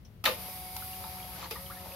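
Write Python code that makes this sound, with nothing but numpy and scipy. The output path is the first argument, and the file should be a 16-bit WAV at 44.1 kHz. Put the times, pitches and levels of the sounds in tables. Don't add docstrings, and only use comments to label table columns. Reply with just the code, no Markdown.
import sys
import numpy as np
from scipy import signal
from scipy.fft import rfft, irfft
from scipy.io import wavfile

SR = 44100
rng = np.random.default_rng(int(sys.argv[2]) if len(sys.argv) > 2 else 0)


def int16_out(signal):
    q = np.round(np.clip(np.atleast_2d(signal).T, -1, 1) * 32767)
    wavfile.write(sys.argv[1], SR, q.astype(np.int16))


N = 85995
T = np.arange(N) / SR

# frequency_hz, relative_db
RUMBLE_SPECTRUM = [(25, -19), (40, -10), (60, 4), (85, 2.5), (120, -2), (170, -7), (230, -12), (330, -39)]
AIR_SPECTRUM = [(250, -7), (350, -7.5), (550, -11), (900, -17), (3000, -23), (5000, -28), (7800, -36),
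                (11000, -29), (16000, -28)]
TICK_SPECTRUM = [(2800, -9), (3200, -4), (3800, -12), (5000, -8), (5550, 4.5), (6200, -4), (7000, -22),
                 (10000, -19)]
WHIR_SPECTRUM = [(880, -56), (1500, -14), (1790, -6.5), (1940, -6), (2190, 1), (2690, -6.5), (2910, -5),
                 (3310, -6), (3960, -3), (4370, -7), (4870, 1), (5120, -5.5), (7690, -19), (10000, -2.5),
                 (11700, 0), (13300, -2.5), (16000, -13.5)]
SIZZLE_SPECTRUM = [(10500, -22), (11400, 10), (11850, 9), (12350, -7), (13400, 2), (14500, 4), (15700, -23)]
CHURN_SPECTRUM = [(120, -44), (200, -8), (312, -3.5), (355, -7), (465, -7.5), (715, -5.5), (839, 2.5),
                  (1210, -4), (1510, -8), (2220, -7.5), (4760, -9.5), (7800, -17), (9000, -55),
                  (11700, -47), (19800, -120)]
CRACK_SPECTRUM = [(3530, -13), (6000, -12), (8200, -20.5), (12000, -10), (12500, -4.5), (13900, -8),
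                  (15500, -17), (16000, -30)]
SPLASH_SPECTRUM = [(290, -43), (500, -16), (568, -42), (645, -17), (708, -6), (814, -11.5), (883, -22),
                   (1080, -3), (1140, -13), (1220, -4), (1560, -11.5), (1850, -12), (2450, -1.5),
                   (2660, -4), (3680, -11), (4030, -20), (4480, -9), (6800, -27), (8000, -29), (10400, -28),
                   (17600, -120)]
BOOM_SPECTRUM = [(88, -52), (150, -41), (221, -10.5), (292, -27), (501, -8.5), (574, -11), (641, -7.5),
                 (716, -38), (895, -6.5), (1000, -62), (1300, -52), (2200, -120)]
# frequency_hz, coherence
COHERENCE = [(100, 0.9), (500, 0.7), (1200, 0.11), (3000, 0.04), (6000, 0.09), (10000, 0.06), (15000, 0.37)]
# time_s, speed_turns_per_s
ROTOR_SPEED = [(0.24, 60), (0.27, 140), (0.292, 169), (0.32, 174.5), (0.36, 179), (0.42, 183.5),
               (0.48, 184.7), (0.54, 185.1), (0.62, 184.2), (0.68, 184), (0.76, 185.9), (0.82, 186.3),
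               (0.94, 186.3), (1.0, 185.7), (1.12, 185.3), (1.21, 184), (1.33, 184.4), (1.42, 179),
               (1.505, 170), (1.56, 178), (1.63, 184.3), (1.75, 184.3), (1.8, 183.6), (1.9, 183.9),
               (1.95, 182.5)]
# time_s, third_order_db, fourth_order_db
STRONG_HUM = [(0.275, -46.5, -56), (0.3, -33, -68), (0.33, -40.5, -75), (0.355, -58, -60),
              (0.38, -67, -53.5), (0.48, -61.5, -53), (0.65, -63.5, -50.5), (0.9, -66, -50.5),
              (1.1, -60, -49.5), (1.32, -71, -53.5), (1.42, -63, -63), (1.52, -60, -69), (1.62, -56, -60),
              (1.78, -58.5, -54), (1.87, -53, -59), (1.95, -53, -58)]
# order, level_db
WEAK_HUM = [(1, -57), (2, -68.5), (5, -66.5), (6, -66.5), (7, -67.5)]
# time_s, level_db
WHIR_ENVELOPE = [(0.35, -36.5), (0.366, -42), (0.438, -41.5), (0.71, -44), (0.776, -41), (1.158, -44),
                 (1.274, -46), (1.37, -44), (1.502, -44.5), (1.51, -37), (1.612, -44.5), (1.626, -45),
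                 (1.828, -48), (1.93, -46)]
# frequency_hz, relative_db
BUZZ_EMPHASIS = [(1500, -3.5), (5000, -0.5), (8500, 8.5), (13500, -2.5), (15500, 7)]
# time_s, first_hz, second_hz, third_hz, fourth_hz
WHINE_RESONANCES = [(.45, 10330, 11250, 12150, 13250), (.6, 10150, 11330, 11800, 13300),
                    (.78, 10420, 11300, 12100, 13300), (.95, 10400, 11280, 12090, 13150),
                    (1.15, 10050, 11550, 12300, 12800), (1.65, 10250, 11450, 12000, 13070)]
WHINE_GAINS_DB = [-14, -13.5, -12.5, -13]
# time_s, level_db
CHURN_ENVELOPE = [(0.3, -56), (0.4, -49.5), (0.5, -51.5), (0.62, -56), (0.9, -55), (1.1, -51), (1.3, -51.5),
                  (1.38, -47.5), (1.45, -43), (1.495, -56.5), (1.54, -51.5), (1.63, -55), (1.75, -53.5),
                  (1.87, -51.5), (1.95, -52.5)]
# start_s, crack_db, splash_db, boom_db
MOTOR_JOLTS = [(0.2401, -32, -29, -63), (0.2534, -26, -25, -30), (0.7645, -34, -39, -70),
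               (1.509, -36.5, -35.5, -50)]
SPLASH_DECAYS_S = [0.079, 0.23, 0.025, 0.1]
# pitch_hz, relative_db, t60_s
BODY_MODES = [(863, 10, 0.15), (1314, -3, 0.16), (1346, -1, 0.13), (1760, -12, 0.66), (2123, 2.5, 0.24),
              (3525, -6, 0.092), (3756, 1, .18), (4043, 4, 0.1)]
# start_s, pitch_hz, level_db, t60_s, glide_octaves_per_s
AIR_POCKETS = [(0.258, 4060, -18.5, 0.014, 10), (0.2587, 1800, -15.5, 0.016, 8),
               (0.2589, 3860, -16.5, 0.028, 7), (0.2631, 1390, -20, 0.018, -6),
               (0.275, 1080, -20.5, 0.012, -14), (0.2801, 1207, -21.5, 0.025, -6),
               (0.2564, 2760, -20, 0.018, 2), (0.268, 2650, -31, 0.049, 5.5), (0.484, 555, -45, 0.049, 8),
               (0.7635, 953, -36, 0.017, -9), (0.823, 1360, -41, 0.028, 27), (0.932, 2860, -38, 0.023, 7),
               (1.007, 566, -46.5, 0.046, 1), (1.04, 1070, -31, 0.0092, 4), (1.044, 873, -39, 0.077, 5),
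               (1.041, 3780, -41, 0.016, 10), (1.182, 1370, -44, .03, -5), (1.198, 2440, -43.5, 0.043, -3),
               (1.228, 3150, -39, 0.024, 7), (1.244, 620, -48, 0.068, -15), (1.388, 844, -47.5, 0.13, -1.5),
               (1.426, 1124, -42, 0.088, 6.5), (1.455, 905, -44.5, 0.061, 2), (1.511, 4940, -38, 0.036, -4),
               (1.512, 420, -34, 0.036, 8), (1.556, 1200, -40, 0.052, 5), (1.56, 1020, -42.5, 0.072, -4),
               (1.561, 1930, -41.5, 0.055, 1), (1.662, 3240, -45, 0.041, -7),
               (1.699, 1020, -35, 0.071, 34.5), (1.767, 1860, -45, 0.081, 1.5), (1.857, 855, -40, 0.041, 8),
               (1.862, 576, -44, 0.072, 0.5), (1.905, 546, -48.5, 0.1, 6.5), (1.919, 2500, -43.5, 0.039, 7)]

START_S, FADE_IN_S = 0.236, 0.015
PUMP_PAN_DB, WHINE_PAN_DB, WATER_PAN_DB = 0.5, 0.8, 1


def from_db(db):
    return 10 ** (np.asarray(db) / 20)


def rms_one(x):
    return x / np.sqrt(np.mean(x ** 2) + 1e-20)


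def in_time(rows):
    times, *columns = np.transpose(rows)
    return [np.interp(T, times, column) for column in columns]


def at_hz(points, hz):
    frequencies, values = np.transpose(points)
    return np.interp(np.log(hz + 1e-9), np.log(frequencies), values)


def colour(points, hz):
    hz = hz + 1e-9
    skirt = np.minimum(1, np.minimum(hz / points[0][0], points[-1][0] / hz)) ** 4
    return from_db(at_hz(points, hz)) * skirt


def pan(db):
    return from_db(np.array([[db], [-db]]))


def drift(rate_hz):
    step = 40
    pole = np.exp(-2 * np.pi * step * rate_hz / SR)
    white = rng.standard_normal(N // step + 2002)
    slow = signal.lfilter([1], [1, -2 * pole, pole * pole], white)[2000:]
    return np.interp(np.arange(N) / step, np.arange(len(slow)), rms_one(slow))


def spread(mid, side, hz):
    alike = np.clip(at_hz(COHERENCE, hz), 0, 1)
    return np.sqrt((1 + alike) / 2) * mid + np.sqrt((1 - alike) / 2) * side * np.array([[1], [-1]])


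def noise(spectrum):
    hz = np.fft.rfftfreq(N, 1 / SR)
    mid, side = rfft(rng.standard_normal((2, N)))
    return rms_one(irfft(spread(mid, side, hz) * colour(spectrum, hz), N))


def ring(clicks, hz, t60):
    radius = np.exp(-np.log(1000) / (t60 * SR))
    angle = 2 * np.pi * hz / SR
    return signal.lfilter([0, np.sin(angle)], [1, -2 * radius * np.cos(angle), radius ** 2], clicks + 1e-18)


def swell(start_s, rise_s, t60):
    attack = np.clip((T - start_s) / rise_s, 0, 1)
    return attack * np.exp(-np.log(1000) * np.maximum(T - start_s - rise_s, 0) / t60)


def outdoors():
    return (from_db(-51) * noise(RUMBLE_SPECTRUM) + from_db(-63.5) * noise(AIR_SPECTRUM)) * pan(2)


def tick():
    return from_db(-56.5) * swell(0.049, rise_s=0.00093, t60=0.11) * noise(TICK_SPECTRUM)


def harmonic(angle, order, waver_db, rate_hz):
    amplitude = np.sqrt(2) * from_db(waver_db * np.tanh(drift(rate_hz)))
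    return amplitude * np.sin(round(order) * angle + rng.uniform(0, 2 * np.pi))


def hum(angle):
    third_db, fourth_db = in_time(STRONG_HUM)
    tones = [(3, third_db), (4, fourth_db)] + list(WEAK_HUM)
    return sum(from_db(db) * harmonic(angle, k, waver_db=1.3 if k == 4 else 4, rate_hz=10)
               for k, db in tones)


def whir(angle, speed):
    usual_speed, centres = np.median(speed), in_time(WHINE_RESONANCES)
    orders, whine_above_hz, width_hz = range(8, 86), 9600, 150

    def partial(order, waver_db, rate_hz):
        mid, side = (harmonic(angle, order, waver_db, rate_hz) for _ in range(2))
        return spread(mid, side, order * usual_speed)

    def buzz_gain(hz):
        return colour(WHIR_SPECTRUM, hz) * from_db(at_hz(BUZZ_EMPHASIS, hz))

    def resonance(hz):
        return sum(from_db(db) * np.exp(-0.5 * ((hz - centre) / width_hz) ** 2)
                   for centre, db in zip(centres, WHINE_GAINS_DB))

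    buzz = sum(buzz_gain(k * usual_speed) * partial(k, waver_db=6, rate_hz=3) for k in orders)
    whine = sum(resonance(k * speed) * partial(k, waver_db=3.5, rate_hz=4)
                for k in orders if k * usual_speed > whine_above_hz)
    tones = from_db(-6.5) * rms_one(buzz) + whine * pan(WHINE_PAN_DB)
    loss_db = np.clip(2.5 * (183 - speed), 0, 14)
    hiss = noise(WHIR_SPECTRUM) * (1 + 0.18 * (np.cos(angle) + np.cos(2 * angle)))
    return from_db(in_time(WHIR_ENVELOPE)[0]) * (from_db(-loss_db) * tones + from_db(-6) * hiss)


def motor():
    speed, = in_time(ROTOR_SPEED)
    jitter = 1 + 0.00023 * drift(rate_hz=24)
    angle = 2 * np.pi * np.cumsum(speed * jitter) / SR
    rotation = hum(angle) * pan(1.7) + whir(angle, speed) * pan(PUMP_PAN_DB)
    sizzle = from_db(-56) * noise(SIZZLE_SPECTRUM) * pan(WHINE_PAN_DB)
    return rotation + sizzle


def churn():
    bubbles_per_s, ring_cycles = 900, 32
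    strengths = from_db(3.5 * np.minimum(rng.exponential(1, N), 4)) * rng.choice([-1, 1], N)
    clicks = strengths * (rng.random(N) < bubbles_per_s / SR)
    pitches_hz = np.geomspace(380, 5200, 36)
    pitch_index = rng.integers(0, len(pitches_hz), N)
    fizz = sum(colour(CHURN_SPECTRUM, hz) * hz * ring(clicks * (pitch_index == k), hz, ring_cycles / hz)
               for k, hz in enumerate(pitches_hz))
    water = from_db(-5.5) * rms_one(reflections(fizz)) + from_db(-1) * noise(CHURN_SPECTRUM)
    return from_db(in_time(CHURN_ENVELOPE)[0]) * water * pan(WATER_PAN_DB)


def reflections(direct):
    mid, side = rfft(rng.standard_normal((2, N)))
    diffuse = irfft(spread(mid, side, np.fft.rfftfreq(N, 1 / SR)), N)
    response = (diffuse * swell(0.003, rise_s=0.00055, t60=0.2))[:, :SR // 2]
    response /= np.sqrt(np.sum(response ** 2, axis=1, keepdims=True))
    return direct + from_db(-4) * signal.fftconvolve(direct[None], response, axes=1)[:, :N]


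def jolts():
    crack = splash = boom = 0
    kicks = np.zeros(N)
    for (start_s, crack_db, splash_db, boom_db), t60 in zip(MOTOR_JOLTS, SPLASH_DECAYS_S):
        snap = swell(start_s, rise_s=0.00057, t60=0.013)
        tail = from_db(-5.5) * swell(start_s, rise_s=0.0032, t60=t60)
        crack += from_db(crack_db) * (snap + tail)
        splash += from_db(splash_db) * swell(start_s, rise_s=0.0018, t60=t60)
        boom += from_db(boom_db) * swell(start_s, rise_s=0.019, t60=0.26)
        kicks[int(start_s * SR)] = from_db(splash_db - 20)
    body = sum((-1) ** k * from_db(db) * ring(kicks, hz, t60) for k, (hz, db, t60) in enumerate(BODY_MODES))
    bursts = crack * noise(CRACK_SPECTRUM) + splash * noise(SPLASH_SPECTRUM) + boom * noise(BOOM_SPECTRUM)
    return (bursts + reflections(body)) * pan(PUMP_PAN_DB)


def pops():
    ringing = 0
    for start_s, hz, db, t60, glide in AIR_POCKETS:
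        age = np.clip(T - start_s, 0, None)
        wobble_octaves = 0.06 * drift(rate_hz=110)
        pitch_hz = hz * 2 ** (glide * np.minimum(age, t60 / 2) + wobble_octaves)
        flutter_db = 4 * np.tanh(drift(rate_hz=110))
        envelope = from_db(db + flutter_db) * swell(start_s, rise_s=0.041 * t60, t60=t60)
        ringing += envelope * np.sin(2 * np.pi * np.cumsum(pitch_hz * (age > 0)) / SR)
    return reflections(ringing) * pan(WATER_PAN_DB)


def scene():
    running = np.clip((T - START_S) / FADE_IN_S, 0, 1)
    return outdoors() + running * (motor() + churn()) + jolts() + pops() + tick()


def record(dry):
    return signal.sosfilt(signal.ellip(10, 0.2, 80, 15750, fs=SR, output="sos"), dry)


dry = scene()
out = record(dry)
int16_out(out)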